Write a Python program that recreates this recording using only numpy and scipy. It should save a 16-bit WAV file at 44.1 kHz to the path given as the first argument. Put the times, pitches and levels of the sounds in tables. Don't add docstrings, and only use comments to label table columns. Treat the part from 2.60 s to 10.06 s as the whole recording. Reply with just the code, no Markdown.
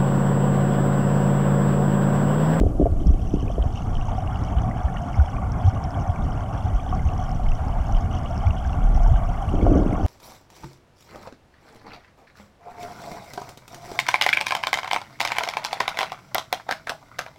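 import sys
import numpy as np
from scipy import signal
from scipy.io import wavfile
from scipy.ndimage import uniform_filter1d

SR = 44100
rng = np.random.default_rng(int(sys.argv[2]) if len(sys.argv) > 2 else 0)


def output_pcm(signal):
    pcm = np.clip(np.atleast_2d(signal).T, -1, 1) * 32767
    wavfile.write(sys.argv[1], SR, np.round(pcm).astype(np.int16))


N = 329162

# frequency_hz, density_db
HISS_SPECTRUM = [(2500, 1), (4000, -9), (7000, 1.5), (9500, -1.5), (12000, -8.5), (14000, -10.5),
                 (15100, -17), (16500, -22)]
HISS_DB = -64.5
BAND_EDGE_HZ = 15100

# time_s, level_db
BUFFET_LEVEL = [(0.0, -23), (0.48, -23), (0.73, -29), (3.09, -37.5), (5.32, -23.5), (5.69, -34.5),
                (6.48, -21.5), (6.71, -24), (7.46, -26.5)]
# frequency_hz, density_db
BUFFET_SPECTRUM = [(8, -36), (16, -8.5), (30, -5), (45, -12.5), (70, -27)]
# frequency_hz, density_db
RUMBLE_SPECTRUM = [(18, -40), (30, -4), (60, -0.5), (97, -1.5), (173, -9.5), (279, -17), (335, -24),
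                   (472, -26.5), (560, -32), (730, -42.5), (1230, -120)]
RUMBLE_DB = -26

# start_s, level_db (before the soft onset)
TICKS = [(6.785, -60), (6.801, -56), (6.822, -47), (6.85, -55), (6.879, -52), (6.893, -49), (7.243, -58),
         (7.278, -51), (7.33, -45)]
# frequency_hz, density_db
TICK_SPECTRUM = [(4500, -30), (5800, 3), (7300, -14), (9000, -4), (10300, -13), (12000, -30)]
TICK_T60_S = 0.027

# time_s, gurgle_db, fizz_db
CURRENT_LEVELS = [(0, -46, -64), (.8, -43, -56), (1.5, -35, -54.5), (2.2, -35.5, -56.5), (3.2, -34.5, -55),
                  (4.5, -36.5, -55), (7.46, -33.5, -53.5)]
# frequency_hz, density_db
CASE_GURGLE = [(280, -41), (480, -22.5), (559, -11), (742, 0.5), (811, -5.5), (1010, -13.5), (1150, -7.5),
               (1260, -16), (1400, -14), (1810, -28), (2250, -25.5), (2500, -35), (3250, -51), (5500, -120)]
# frequency_hz, density_db
CASE_FIZZ = [(1470, -34), (2500, -5.5), (2990, 3), (3350, -1), (4010, -21), (4530, -10.5), (4890, -16.5),
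             (5320, -5), (5640, -4), (6150, -5.5), (6600, -12), (7120, -18), (8000, -30), (10400, -48)]
# start_s, peak_db, pitch_hz (at the onset)
LARGE_BUBBLES = [(0.47, -34.5, 5360), (0.88, -37, 2480), (1.025, -32, 3070), (1.158, -36.5, 2770),
                 (1.353, -33, 3070), (1.369, -34, 3000), (1.412, -34, 2750), (1.483, -27.5, 900),
                 (1.58, -22, 739), (1.675, -34.5, 2791), (1.758, -34.5, 2850), (1.837, -37, 5470),
                 (1.985, -32.5, 3000), (2.019, -38.5, 6024), (2.047, -28, 734), (2.075, -23, 734),
                 (2.112, -33.5, 1980), (2.283, -34.5, 1710), (2.362, -36.5, 1840), (2.37, -32, 2870),
                 (2.406, -30, 673), (2.543, -33.5, 2130), (2.598, -29, 1430), (2.766, -36.5, 2380),
                 (2.782, -25.5, 1140), (2.92, -34.5, 5540), (3.076, -24, 760), (3.24, -33.5, 5400),
                 (3.307, -39, 5150), (3.493, -22.5, 710), (3.56, -35, 2260), (4.197, -39, 2350),
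                 (4.291, -38, 3130), (4.325, -24, 1125), (4.327, -21.5, 737), (4.393, -36, 2070),
                 (4.488, -34.5, 2700), (4.527, -30, 714), (4.589, -24.5, 735), (4.693, -39, 5300),
                 (4.579, -39, 5650), (4.795, -26, 727), (4.715, -37, 5400), (4.887, -35, 3000),
                 (4.864, -36, 2150), (4.918, -33.5, 2650), (5.083, -39.5, 5259), (5.295, -25.5, 803),
                 (5.324, -35, 5830), (5.348, -34.5, 2921), (5.366, -28, 698), (5.368, -36, 3030),
                 (5.513, -38, 2880), (5.66, -33.5, 2870), (5.778, -34.5, 5370), (5.835, -23.5, 784),
                 (5.869, -33, 2290), (5.907, -30, 2740), (6.049, -32.5, 1555), (6.131, -36, 2760),
                 (6.363, -37, 5700), (6.374, -25, 770), (6.405, -25.5, 693), (6.461, -24, 884),
                 (6.433, -39, 6000), (6.559, -33, 1540), (6.573, -27, 710), (6.687, -23.5, 712),
                 (6.82, -26.5, 787), (6.89, -34, 2791), (7.012, -35.5, 2200), (7.327, -34, 2110),
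                 (7.356, -28, 1097), (7.396, -27, 772)]
BUBBLE_CYCLES = 56
SMALL_DAMPING = 0.18

# centre_s, peak_db, pitch_hz (at the centre)
THUMPS = [(0.028, -11.5, 48.4), (0.065, -9, 80), (0.239, -10.5, 56), (0.322, -12.5, 71), (0.357, -18, 35),
          (0.476, -9, 44.7), (0.501, -7, 61), (0.53, -10, 29.8), (1.01, -10.5, 50.7), (1.382, -15, 21.8),
          (1.975, -10.5, 60), (2.257, -10.5, 68.5), (2.597, -9, 86), (2.617, -6.5, 71), (3.058, -7, 83.4),
          (3.084, -6, 94), (3.249, -19, 91), (3.499, -12, 93), (4.055, -14, 82), (4.156, -12.5, 44.3),
          (4.466, -11, 70.4), (4.896, -10.5, 24), (5.181, -14.5, 28), (5.212, -15, 64.6), (5.35, -10, 33.6),
          (5.876, -8, 79), (5.903, -12, 78.5), (6.075, -13.5, 69), (6.253, -9.5, 31.2), (6.31, -10.5, 35),
          (6.361, -13.5, 62), (6.409, -11.5, 40), (6.462, -9.5, 36), (6.519, -9, 67), (6.528, -11, 115),
          (6.561, -10, 41.4), (6.881, -16.5, 88), (6.989, -16, 79), (7.057, -13, 99), (7.097, -10.5, 40),
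          (7.121, -12, 98), (7.168, -11.5, 62.4), (7.214, -17, 43.7), (7.033, -15.5, 48), (7.301, -18, 107),
          (7.452, -11.5, 79)]
SWELL_CYCLES = 0.72
SAG = 0.032

# start_s, level_db (before modal weighting), centre_hz of the blow
KNOCKS = [(.011, -10, 325), (.034, -10, 406), (.062, -13.5, 486), (.148, -18, 385), (.197, -6, 295),
          (.212, -5, 420), (.225, -11, 364), (.256, -7.5, 640), (.264, -9.5, 600), (.461, -13, 200),
          (.499, -18, 283), (.737, -10.5, 293), (.767, -21, 340), (.827, -17, 312), (.874, -23, 390),
          (.898, -16, 690), (.98, -13.5, 417), (1.039, -21, 690), (6.938, -11, 312), (6.998, -18, 300),
          (7.023, -10, 303), (7.066, -3.5, 640), (7.095, -12, 250), (7.115, -10, 310), (7.154, -6, 325),
          (7.174, -16, 204), (7.197, -15.5, 204), (7.26, -11.5, 269), (7.286, -18.5, 317),
          (7.325, -13, 310), (7.396, -20, 273)]
# frequency_hz (at the onset), level_db, t60_s (before water damping)
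WALL_MODES = [(179.8, 1.5, 0.058), (264, -4, 0.028), (292.5, -6.5, 0.087), (399, -5.5, 0.033),
              (524, -7.5, 0.028), (619, -7.5, 0.035), (700, -6.5, 0.042), (894, -18, 0.017)]
WATER_DAMPING = 0.98
# time_s, level_db
BRUSHES = [
    [(0, -36.5), (.3, -34.5), (.6, -38.5), (1.05, -44)],
    [(6.93, -31), (7.05, -27.5), (7.17, -20), (7.3, -31.5), (7.46, -31)],
]
# frequency_hz, density_db
BRUSH_SPECTRUM = [(90, -15), (160, -8), (295, 8.5), (450, -6), (700, -1.5), (1000, -47), (1600, -42)]


def gain_of(db):
    return 10 ** (np.asarray(db) / 20)


def evened(x):
    return x / np.sqrt(np.mean(x ** 2) + 1e-20)


def white():
    return rng.standard_normal(N)


def curve(rows, column=1):
    rows = np.array(rows)
    return np.interp(np.arange(N) / SR, rows[:, 0], rows[:, column])


def coloured(x, points):
    hz, db = np.transpose(points)
    size, floor_db = 2 ** 15, -80
    log_hz = np.log(abs(np.fft.fftfreq(size, 1 / SR)) + 1)
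    level_db = np.interp(log_hz, np.log(hz + 1), np.maximum(db, floor_db), left=floor_db, right=floor_db)
    response = np.exp(np.conj(signal.hilbert(np.log(gain_of(level_db)))))
    impulse = np.fft.ifft(response).real[:size // 2]
    return evened(signal.oaconvolve(x, impulse)[:N])


def lumps(seconds):
    span = max(int(seconds * SR), 2)
    once = uniform_filter1d(white(), span)
    return evened(uniform_filter1d(once, span))


def add(mix, start_s, sound):
    at = round(start_s * SR)
    sound = sound[max(-at, 0):]
    part = mix[max(at, 0):][:len(sound)]
    part += sound[:len(part)]


def ring(hz, t60, glide, rise_cycles):
    t = np.arange(0, 1.2 * t60, 1 / SR)
    onset = (1 - np.exp(-t * hz / rise_cycles)) ** 2
    envelope = onset * gain_of(-60 * t / t60)
    cycles = hz * t * (1 + glide * t / t60)
    return envelope / envelope.max() * np.sin(2 * np.pi * cycles)


def turbulence():
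    buffet = coloured(white(), BUFFET_SPECTRUM)
    buffet *= gain_of(curve(BUFFET_LEVEL) + 0.39 * lumps(0.05))
    rumble = coloured(white() * gain_of(2.05 * lumps(0.038)), RUMBLE_SPECTRUM)
    return buffet + rumble * gain_of(RUMBLE_DB)


def ticks():
    envelope = np.zeros(N)
    t = np.arange(0, TICK_T60_S, 1 / SR)
    onset = 1 - np.exp(-t / 0.0006)
    for start_s, db in TICKS:
        add(envelope, start_s, gain_of(db - 60 * t / TICK_T60_S) * onset)
    return envelope * coloured(white(), TICK_SPECTRUM)


def swarm(low_hz, high_hz, per_s, cycles, spread_db, clump_db, wash_db, count):
    out = np.zeros(N)
    rate = per_s * gain_of(clump_db * lumps(.04))
    for hz in np.geomspace(low_hz, high_hz, count):
        born = rng.random(N) < rate / count / SR
        strength = born * gain_of(spread_db * np.minimum(rng.exponential(1, N), 3.5))
        t60 = cycles * rng.uniform(0.69, 2.2) / hz
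        tone = ring(hz, t60, glide=0.11, rise_cycles=0.78)
        tone *= np.sqrt(hz) / np.linalg.norm(tone)
        out += signal.oaconvolve(strength, tone)[:N]
    return evened(out) + gain_of(wash_db) * white()


def crowded_bubbles():
    gurgle = swarm(low_hz=482.8, high_hz=2556, per_s=1200, cycles=43.0,
                   spread_db=3.0, clump_db=3., wash_db=4.5, count=36)
    fizz = swarm(low_hz=2488, high_hz=7970, per_s=600, cycles=43,
                 spread_db=4.5, clump_db=4.0, wash_db=-2.5, count=34)
    out = coloured(gurgle, CASE_GURGLE) * gain_of(curve(CURRENT_LEVELS))
    return out + coloured(fizz, CASE_FIZZ) * gain_of(curve(CURRENT_LEVELS, column=2))


def large_bubbles():
    out = np.zeros(N)
    for start_s, db, hz in LARGE_BUBBLES:
        t60 = BUBBLE_CYCLES / hz * (hz / 1000) ** -SMALL_DAMPING
        add(out, start_s, gain_of(db) * ring(hz, t60, glide=0.031, rise_cycles=0.68))
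    return out


def thumps():
    out = np.zeros(N)
    start_turns = rng.random(len(THUMPS))
    for (centre_s, db, hz), start_turn in zip(THUMPS, start_turns):
        width = SWELL_CYCLES / hz
        t = np.arange(-3 * width, 3 * width, 1 / SR)
        turns = start_turn + hz * t * (1 - SAG * t / width)
        swell = gain_of(db) * np.exp(-(t / width) ** 2 / 2)
        add(out, centre_s + t[0], swell * np.sin(2 * np.pi * turns))
    return out


def fish_knocks():
    out = np.zeros(N)
    signs = rng.choice([-1., 1.], (len(KNOCKS), len(WALL_MODES)))
    for (start_s, db, centre_hz), knock_signs in zip(KNOCKS, signs):
        for (hz, mode_db, t60), sign in zip(WALL_MODES, knock_signs):
            reach_db = -12 * np.log2(hz / centre_hz) ** 2 - 3
            tone = ring(hz, t60 * WATER_DAMPING, glide=-0.034, rise_cycles=0.51)
            add(out, start_s, sign * gain_of(db + mode_db + reach_db) * tone)
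    return out


def fish_brushes():
    out = np.zeros(N)
    scrub = coloured(white() * gain_of(2.4 * lumps(0.0076)), BRUSH_SPECTRUM)
    for rows in BRUSHES:
        first_s, last_s = rows[0][0], rows[-1][0]
        fade_times = [first_s - .02, first_s, last_s, last_s + 0.39]
        contact = np.interp(np.arange(N) / SR, fade_times, [0, 1, 1, 0])
        out += scrub * contact * gain_of(curve(rows))
    return out


def scene():
    background = turbulence() + ticks()
    bubbles = crowded_bubbles() + large_bubbles()
    fish = fish_knocks() + fish_brushes()
    return (background + bubbles + thumps() + fish)[None]


def record(dry):
    hiss = gain_of(HISS_DB + 0.55 * lumps(.01)) * coloured(white(), HISS_SPECTRUM)
    low_pass = signal.firwin(1023, BAND_EDGE_HZ, window=("kaiser", 9), fs=SR)
    return signal.oaconvolve(dry + hiss, low_pass[None], "same")


dry = scene()
out = record(dry)
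output_pcm(out)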